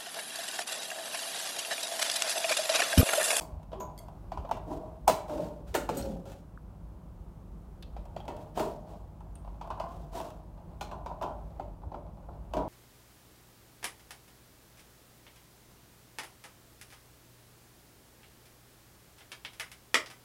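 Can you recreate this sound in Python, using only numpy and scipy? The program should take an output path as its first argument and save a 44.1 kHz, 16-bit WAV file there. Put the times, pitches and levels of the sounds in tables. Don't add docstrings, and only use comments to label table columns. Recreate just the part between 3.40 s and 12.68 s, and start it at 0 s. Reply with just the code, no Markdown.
import sys
import numpy as np
from scipy import signal
from scipy.fft import rfft, irfft
from scipy.io import wavfile

SR = 44100
rng = np.random.default_rng(int(sys.argv[2]) if len(sys.argv) > 2 else 0)


def master(y):
    cut = np.clip(np.atleast_2d(y).T, -1, 1)
    pcm = np.round(cut * 32767)
    wavfile.write(sys.argv[1], SR, pcm.astype(np.int16))


N = 409248
TIME = np.arange(N) / SR
TAIL = TIME[:SR * 3 // 4]

# f/Hz, level/dB
AIR_EQ = [(15, -36), (25, -10.5), (55, -2), (75, -12.5), (107, -13), (126, -20), (160, -13), (267, -25.5),
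          (305, -23.5), (469, -31.5), (523, -29), (703, -32), (1020, -34), (1850, -51), (4500, -58),
          (15500, -61)]
# f/Hz, level/dB
HUM_PARTIALS = [(50, -54), (100, -60.5), (150, -61.5), (175, -64), (200, -71.5)]
# t/s, level/dB, f/Hz
BENCH_BUMPS = [(0.139, -33, 54.87), (0.179, -29.5, 63), (0.991, -30, 62), (2.313, -35, 64.6),
               (8.477, -29.5, 77.6)]
# t/s, level/dB, f/Hz, half-width/s
BENCH_TICK = (3.1765, -40, 1380, 0.0009)

# t/s, ring/dB, grit/dB, time until the hand mutes them/s
BLADE_CLINKS = [(2.354, -50, -62, 0.13), (2.549, -64, -60, 0.02), (2.571, -45, -51, 0.05)]
# f/Hz, level/dB, t60/s
BLADE_MODES = [(4140, -10, .3), (5750, -11, .16), (6823, 0, .25), (7817, -6, .27), (8150, -2, .24),
               (8400, -6, .2), (11250, -8, .22), (11430, -8, .25), (12120, -4, .15), (13660, -8, .22),
               (15700, -5, .12)]
# t/s, level/dB, f/Hz, bandwidth/Hz, decay/s
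SQUEAKS_AND_PINGS = [(0.401, -48, 6680, 650, 0.024), (0.401, -54, 13500, 1800, .02),
                     (2.345, -40, 1830, 350, .016), (2.624, -48.5, 4360, 300, 0.007),
                     (2.624, -47.5, 5770, 350, 0.008), (4.427, -47, 3700, 1400, 0.006),
                     (4.764, -55, 3200, 300, 0.011), (4.803, -56, 3250, 350, 0.009),
                     (5.954, -50, 8900, 1500, 0.0036), (7.410, -45, 3000, 1400, 0.004),
                     (7.411, -51, 6200, 2200, 0.016), (7.411, -51, 4150, 200, 0.026)]
# t/s, clack/dB, rasp/dB, rasp decay/s
PIVOT_CATCHES = [(0.008, -62, -54.5, 0.011), (0.018, -60, -55.5, 0.027), (0.578, -56.5, -76, 0.005),
                 (0.588, -57, -64, 0.0027)]
# f/Hz, level/dB, t60/s
PIVOT_MODES = [(2110, -8, .11), (3320, -5, .1), (4565, 1, .11), (5000, -7, .07), (6400, -6, .1),
               (7360, -5, .1), (8600, -3, .1), (10420, -5, .1), (12200, -4, .09), (13220, -3, .09)]

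# f/Hz, level/dB, t60/s
SHEET_MODES = [(293, -6, .5), (375, -5, .5), (530, -6, .35), (612, 1, .42), (785, -3, .4), (870, -6, .4),
               (952, 2, .42), (1055, -1, .42), (1305, -3, .35), (1372, -2, .35), (1825, 2, .35),
               (2255, 0, .42), (2640, -1, .3), (2923, -1, .3)]
# f/Hz, t60/s
WASH_DECAY = [(200, 0.73), (600, 0.77), (1000, 0.5), (2000, 0.4), (5000, 0.31), (14000, 0.28)]
# t/s, pitch factor
SHEET_STRAIN = [(1.7, 1.046), (2.0, 1.003), (2.5, 0.92), (2.85, 0.88), (4.5, 0.97), (5.2, 1.01),
                (6.0, 1.065), (6.42, 1.11), (6.77, 1.11), (6.95, 1.005), (7.5, 1.07), (7.85, 1.045),
                (8.2, 0.97), (9.15, 1.018)]
# f/Hz, level/dB
BOOM_EQ = [(60, -35.5), (140, -7), (230, -5.5), (410, -5), (490, -5.5), (700, -37)]
# f/Hz, level/dB
CLANG_EQ = [(300, -56), (480, -10), (590, 6.5), (720, 2.5), (960, 2), (1150, -8), (1400, -11.5),
            (1800, -27.5), (3500, -55)]
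# f/Hz, level/dB
CRUNCH_EQ = [(600, -24), (1300, 9), (1750, 2), (2800, 2.5), (4500, -2.5), (7000, -13.5), (12000, -61)]
# f/Hz, level/dB
SIZZLE_EQ = [(3500, -14), (6500, 0.5), (8500, 0), (10500, -5.5), (15000, -5)]
# f/Hz, level/dB
SCRAPE_EQ = [(700, -12), (1400, 9.5), (2000, 0), (3100, 2), (5000, -1), (7500, -3), (10500, -7.5),
             (15000, -8.5)]
# f/Hz, level/dB, t60/s
OFFCUT_MODES = [(2630, 6.5, 0.17), (2830, 5.5, 0.098), (3176, -1, 0.27), (3520, 2, 0.15)]
# f/Hz, level/dB, t60/s
SEVERED_MODES = [(2256, -13, .6), (3408, -2, .22), (3989, 0, .33), (4737, -4, .29), (5356, -5, .26),
                 (8565, -14, .26)]

# t/s, tick/dB, knock/dB
EDGE_TICKS = [(0.231, -67, -58), (0.683, -65, -41), (1.091, -62, -34.5), (1.169, -60, -33),
              (2.855, -62.5, -43.5), (2.918, -57.5, -44), (4.425, -55, -53), (4.654, -65, -44.5),
              (4.802, -64, -40), (4.853, -64, -40), (4.966, -59, -59), (5.806, -69, -43.5),
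              (5.955, -63, -70), (6.246, -76, -39), (6.273, -66, -41), (6.376, -68, -36), (6.440, -67, -40),
              (6.461, -70, -39), (6.732, -65, -45), (6.801, -51, -30.5), (6.904, -57, -41.5),
              (7.410, -63, -34), (7.514, -73, -35.5), (7.712, -79, -35), (7.823, -49, -31.5),
              (7.907, -76, -35)]
# t/s, length/s, level/dB, start f/Hz, end f/Hz
BEND_GLIDES = [(0.33, 0.149, -45.5, 410, 351), (1.268, 0.19, -40.5, 285.2, 347),
               (1.879, 0.31, -37.5, 614, 578), (1.92, 0.17, -41, 299, 235), (1.99, 0.14, -41.5, 174.5, 163),
               (2.334, 0.074, -36, 421, 406), (2.479, 0.47, -45, 583.5, 487), (2.56, 0.11, -40, 235, 177),
               (2.586, 0.13, -42, 85, 49.4), (2.659, 0.26, -40.5, 229, 135),
               (5.187, 0.16, -37.5, 414.6, 382), (6.389, 0.2, -44, 988, 1095),
               (6.754, 0.094, -44.5, 1051, 798), (7.679, 0.095, -44, 965, 926),
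               (9.165, 0.05, -30, 300.6, 270)]
# t/s, rise/s, hold/s, wobble/dB, scrape/dB
SHEET_SHOVES = [(1.238, 0.083, 0.017, -38.5, -58), (1.866, 0.027, 0.15, -40, -54.5),
                (2.256, 0.026, 0.063, -67, -60.5), (2.503, 0.077, 0.0065, -42, -47),
                (2.637, 0.018, 0.025, -48, -64), (2.852, 0.0092, 0.06, -57.5, -59),
                (4.91, 0.086, .012, -51.5, -64.5), (5.138, 0.048, 0.02, -39, -45),
                (5.448, 0.058, 0.0065, -55, -63), (6.476, 0.015, 0.12, -54, -65.5),
                (6.709, 0.051, 0.033, -41, -48), (9.168, 0.0058, 0.056, -37.5, -72.5)]
# t/s, knock/dB, knock f/Hz, ring/dB, crunch/dB
SHEET_BLOWS = [(0.007, -33, 790, -37, -53.5), (0.315, -33, 596, -51, -62), (0.327, -25.5, 543, -37.5, -57),
               (0.401, -26.5, 636, -33, -56), (0.916, -24, 836.2, -40, -53.5),
               (0.971, -24.5, 960, -40.5, -56.5), (1.046, -28.5, 590, -44, -63),
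               (1.109, -14.5, 820, -34, -46.5), (1.675, -1.5, 875, -21.5, -30.5),
               (1.693, -7, 607, -32.5, -36.5), (1.893, -30, 670, -42, -57), (2.34, -24, 452, -34.5, -40.5),
               (2.347, -12, 450, -33.5, -35.5), (2.4875, -16, 930, -32.5, -43.5),
               (4.562, -32, 720, -48, -61.5), (4.761, -23, 670, -45, -54.5), (4.877, -38, 576, -34, -49.5),
               (5.171, -16, 686, -30, -48), (5.193, -17.5, 794, -26.5, -44), (6.073, -32, 849.6, -66, -71),
               (6.209, -24.5, 800, -41, -55.5), (6.300, -20, 920, -34, -52.5),
               (6.396, -21.5, 920, -33.5, -50), (7.408, -31, 660, -36, -44.5), (7.511, -50, 720, -35, -54),
               (7.658, -26.5, 610, -36, -53), (7.810, -28, 1090, -33, -57), (7.825, -24, 680, -29.5, -49.5),
               (8.194, -22.5, 710, -40, -59.5), (8.431, -35, 825, -50, -77), (8.515, -27.5, 855, -45, -66),
               (8.54, -24.5, 780, -39, -63), (8.884, -31, 624, -46, -88), (9.133, -22, 940, -29, -48),
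               (9.165, -20, 619.6, -27.5, -49.5)]

LIGHT_KNOCK_HZ = 820
ATTACK = 1024


def amp(db):
    return 10 ** (np.asarray(db) / 20)


def unit(x, size=None):
    return x / np.sqrt(np.mean(x[:size] ** 2) + 1e-20)


def curve_at(points, hz):
    f, value = np.transpose(points)
    return np.interp(np.log(hz + 1), np.log(f), value)


def add(mix, s, sound):
    part = mix[max(round(s * SR), 0):][:len(sound)]
    part += sound[:len(part)]


def colour(x, eq, size=4096):
    hz = abs(np.fft.fftfreq(size, 1 / SR))
    beyond = abs(np.log((hz + 1) / np.clip(hz + 1, eq[0][0], eq[-1][0])))
    log_gain = np.log(amp(curve_at(eq, hz))) - 2 * beyond
    taps = np.fft.ifft(np.exp(np.conj(signal.hilbert(log_gain)))).real
    return signal.oaconvolve(x, taps[:size // 2])[:len(x)]


def drift(per_s):
    knots = rng.standard_normal(4096)
    return np.interp(TIME * per_s, np.arange(len(knots)), knots)


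def modes(table, pitch=1, spread_db=3):
    out = np.zeros(len(TAIL))
    for hz, db, t60 in table:
        envelope = amp(db + rng.normal(0, spread_db) - 60 * TAIL / t60)
        out += envelope * np.sin(2 * np.pi * (hz * pitch * TAIL + rng.random()))
    return out


def ping(table):
    return unit(modes(table, spread_db=0.62), ATTACK)


def slips(decay_s):
    spikes = rng.standard_normal(len(TAIL)) * rng.standard_normal(len(TAIL))
    return unit(spikes) * np.exp(-TAIL / decay_s)


def wash():
    hz, t, bands = signal.stft(rng.standard_normal(len(TAIL)), SR, nperseg=256)
    decay = amp(-60 * t / curve_at(WASH_DECAY, hz)[:, None])
    _, tail = signal.istft(bands * decay, SR, nperseg=256)
    return unit(tail[:len(TAIL)], ATTACK)


def room_tone(air_db=-46, throb_depth=0.24, throb_hz=25, waver_db=2.5, swell_db=1):
    air = amp(air_db) * unit(colour(rng.standard_normal(N), AIR_EQ))
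    rumble = signal.sosfiltfilt(signal.butter(2, 250, fs=SR, output="sos"), air)
    throb = throb_depth * rumble * np.sin(2 * np.pi * throb_hz * TIME)
    hum = np.zeros(N)
    for hz, db in HUM_PARTIALS:
        level = np.sqrt(2) * amp(db + waver_db * drift(8))
        hum += level * np.sin(2 * np.pi * hz * TIME + .4 * drift(5))
    return air * amp(swell_db * drift(2.6)) + throb + hum


def thud(t, hz, half_s):
    return np.exp(-(t / half_s) ** 2) * np.cos(2 * np.pi * hz * t)


def bench(bump_half_s=0.0085):
    hits = [(*bump, bump_half_s) for bump in BENCH_BUMPS] + [BENCH_TICK]
    return sum(amp(db) * thud(TIME - s, hz, half_s) for s, db, hz, half_s in hits)


def snips(grit_s=.025, chatter_depth=2.1, chatter_per_s=260):
    out = np.zeros(N)
    for s, ring_db, grit_db, free_s in BLADE_CLINKS:
        grit = unit(colour(slips(grit_s), SIZZLE_EQ), ATTACK)
        hand_mute = np.exp(-(TAIL / free_s) ** 2)
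        add(out, s, amp(ring_db) * ping(BLADE_MODES) * hand_mute + amp(grit_db) * grit)
    for s, clack_db, rasp_db, rasp_s in PIVOT_CATCHES:
        clack = ping(PIVOT_MODES) * (1 + chatter_depth * drift(chatter_per_s)[:len(TAIL)])
        rasp = colour(slips(rasp_s), SIZZLE_EQ)
        add(out, s, amp(clack_db) * unit(clack, ATTACK) + amp(rasp_db) * unit(rasp, ATTACK))
    hz = np.fft.rfftfreq(len(TAIL), 1 / SR)
    for s, db, centre_hz, width_hz, decay_s in SQUEAKS_AND_PINGS:
        resonance = 1 / (1 + (2 * (hz - centre_hz) / width_hz) ** 2)
        squeak = irfft(rfft(rng.standard_normal(len(TAIL))) * resonance, len(TAIL))
        envelope = np.exp(-TAIL / decay_s) * np.minimum(TAIL / 0.0001, 1)
        add(out, s, amp(db) * unit(squeak) * envelope)
    return out


def strain(s):
    return np.interp(s, *np.transpose(SHEET_STRAIN))


def taut_clang_eq(s, tilt_db_per_strain=28):
    pitch = strain(s)
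    db_per_octave = tilt_db_per_strain * (pitch - 1)
    return [(hz * pitch, db + db_per_octave * np.clip(np.log2(hz / LIGHT_KNOCK_HZ), -1, .5))
            for hz, db in CLANG_EQ]


def local_crunch_eq(ripple_db=3.5, points=90):
    hz = np.geomspace(CRUNCH_EQ[0][0], CRUNCH_EQ[-1][0], points)
    return np.transpose([hz, curve_at(CRUNCH_EQ, hz) + ripple_db * rng.standard_normal(points)])


def sheet_ring(pitch):
    return wash() + amp(-19.5) * modes(SHEET_MODES, pitch)


def knock(hz, crest_s=0.003413, half_s=0.0019, rebound_gain=0.405, rebound_s=0.0055):
    age = TAIL / rebound_s
    swell = (age * np.exp(1 - age)) ** 2
    rebound = unit(colour(rng.standard_normal(len(TAIL)), CLANG_EQ))
    return thud(TAIL - crest_s, hz, half_s) + rebound_gain * swell * rebound


def creaks(level_db=-63, per_s=17, grit_db=-21):
    cutting = (TIME < 1.6) | (TIME > 4.5)
    jerks = cutting * (rng.random(N) < per_s / SR) * amp(rng.uniform(-6, 6, N))
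    shaken = 16 * jerks + signal.oaconvolve(jerks, wash())[:N] / 2
    body = unit(colour(shaken, CLANG_EQ))
    grit = unit(colour(shaken, CRUNCH_EQ))
    return amp(level_db) * (body + amp(grit_db) * grit)


def nibbles(tick_s=0.0054, offcut_db=-11, ring_db=-15):
    out = np.zeros(N)
    for s, tick_db, knock_db in EDGE_TICKS:
        tick = unit(colour(slips(tick_s), SCRAPE_EQ), size=256)
        add(out, s, amp(tick_db) * (tick + amp(offcut_db) * ping(OFFCUT_MODES)))
        ring = unit(colour(sheet_ring(strain(s)), taut_clang_eq(s)), ATTACK)
        nudge = knock(LIGHT_KNOCK_HZ * strain(s))
        add(out, s - .001, amp(knock_db) * (nudge + amp(ring_db) * ring))
    return out


def singing_bends(shiver_depth=1.2, shiver_per_s=115):
    out = np.zeros(N)
    for s, length_s, db, start_hz, end_hz in BEND_GLIDES:
        progress = np.arange(0, 1, 1 / (length_s * SR))
        turns = np.cumsum(start_hz * (end_hz / start_hz) ** progress) / SR + rng.random()
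        shiver = drift(shiver_per_s) + 1j * drift(shiver_per_s)
        tone = ((1 + shiver_depth * shiver[:len(turns)]) * np.exp(2j * np.pi * turns)).real
        envelope = np.sin(np.pi * progress ** 0.61) ** 2
        add(out, s, amp(db) * envelope * unit(tone))
    return out


def shove_envelope(start, rise, hold, t60):
    t = TIME - start
    attack = np.clip(t / rise, 0, 1) ** 1.58
    return attack * amp(-60 * np.clip(t - rise - hold, 0, 2 * t60) / t60)


def flexing(rattle_db=2, rattle_per_s=130, boom_db=-2, boom_db_per_strain=-15, clang_db=-1,
            scrape_db=-2, wobble_t60_s=0.71, scrape_t60_s=0.46):
    rub = unit(rng.standard_normal(N) * amp(rattle_db * drift(rattle_per_s)))
    gripped_ring = modes(SHEET_MODES) * np.exp(-TAIL / .016)
    hollow = rub + .25 * unit(signal.oaconvolve(rub, gripped_ring)[:N])
    shaken = signal.sosfilt(signal.butter(3, 1050, fs=SR, output="sos"), hollow)
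    varispeed = np.cumsum(strain(TIME)) / SR % TIME[-1]
    boom = np.interp(varispeed, TIME, unit(colour(shaken, BOOM_EQ)))
    clang = np.interp(varispeed, TIME, unit(colour(shaken, CLANG_EQ)))
    body = amp(boom_db + boom_db_per_strain * (strain(TIME) - 1)) * boom + amp(clang_db) * clang
    wobble_level, scrape_level = np.zeros((2, N))
    for *timing, wobble_db, slide_db in SHEET_SHOVES:
        wobble_level += amp(wobble_db) * shove_envelope(*timing, wobble_t60_s)
        scrape_level += amp(slide_db + scrape_db) * shove_envelope(*timing, scrape_t60_s)
    return wobble_level * body + scrape_level * unit(colour(rub, SCRAPE_EQ))


def severed_strip(s=1.681, level_db=-45):
    out = np.zeros(N)
    add(out, s, amp(level_db) * ping(SEVERED_MODES))
    return out


def blows(knock_trim_db=-6.5, ring_trim_db=-7, crunch_trim_db=-2, offcut_db=-13,
          snap_db=14, snap_s=0.00257, snap_half_s=0.0004, crumble_db=7, crumble_s=0.013,
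          yield_db=-30, yield_lead_s=.004, lag_s=.0018, rise_s=0.00039, glove_damping_s=0.27):
    out = np.zeros(N)
    onset = 1 - np.exp(-TAIL / rise_s)
    for s, knock_db, hz, ring_db, crunch_db in SHEET_BLOWS:
        tautness = strain(s) - 1
        boom_db = ring_db - 3.5 - 76 * tautness
        sizzle_db = crunch_db - 8.5 - 13 * tautness
        sizzle_db += 0.5747 * (crunch_db + 45)
        ring = sheet_ring(strain(s)) * onset
        snap = rng.standard_normal(len(TAIL)) * np.exp(-((TAIL - snap_s) / snap_half_s) ** 2)
        fracture = amp(snap_db) * snap + amp(crumble_db) * slips(crumble_s) * onset + ring
        hit = amp(knock_db + knock_trim_db) * knock(hz)
        layers = [(boom_db + ring_trim_db, ring * np.exp(-TAIL / glove_damping_s), BOOM_EQ),
                  (ring_db + ring_trim_db, ring, taut_clang_eq(s)),
                  (crunch_db + crunch_trim_db, fracture, local_crunch_eq()),
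                  (sizzle_db + crunch_trim_db, fracture, SIZZLE_EQ)]
        for db, source, eq in layers:
            hit += amp(db) * unit(colour(source, eq), ATTACK)
        offcut = unit(modes(OFFCUT_MODES, pitch=rng.uniform(0.87, 1.0)), ATTACK)
        hit += amp(crunch_db + offcut_db) * offcut * onset
        add(out, s - yield_lead_s, amp(knock_db + yield_db) * knock(hz))
        add(out, s + lag_s, hit)
    return out


def scene(reverb_db=-7):
    tool, room = snips(), wash()
    reverb = signal.oaconvolve(tool, room / np.linalg.norm(room))[:N]
    sheet = blows() + severed_strip() + flexing() + singing_bends() + nibbles() + creaks()
    return (sheet + tool + amp(reverb_db) * reverb + bench() + room_tone())[None]


def record(dry, low_cut_hz=34, high_cut_hz=15950):
    dry = signal.sosfiltfilt(signal.butter(4, low_cut_hz, "high", fs=SR, output="sos"), dry)
    high_cut = signal.firwin(511, high_cut_hz, window=("kaiser", 9), fs=SR)
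    return signal.oaconvolve(dry, high_cut[None], "same")


dry = scene()
out = record(dry)
master(out)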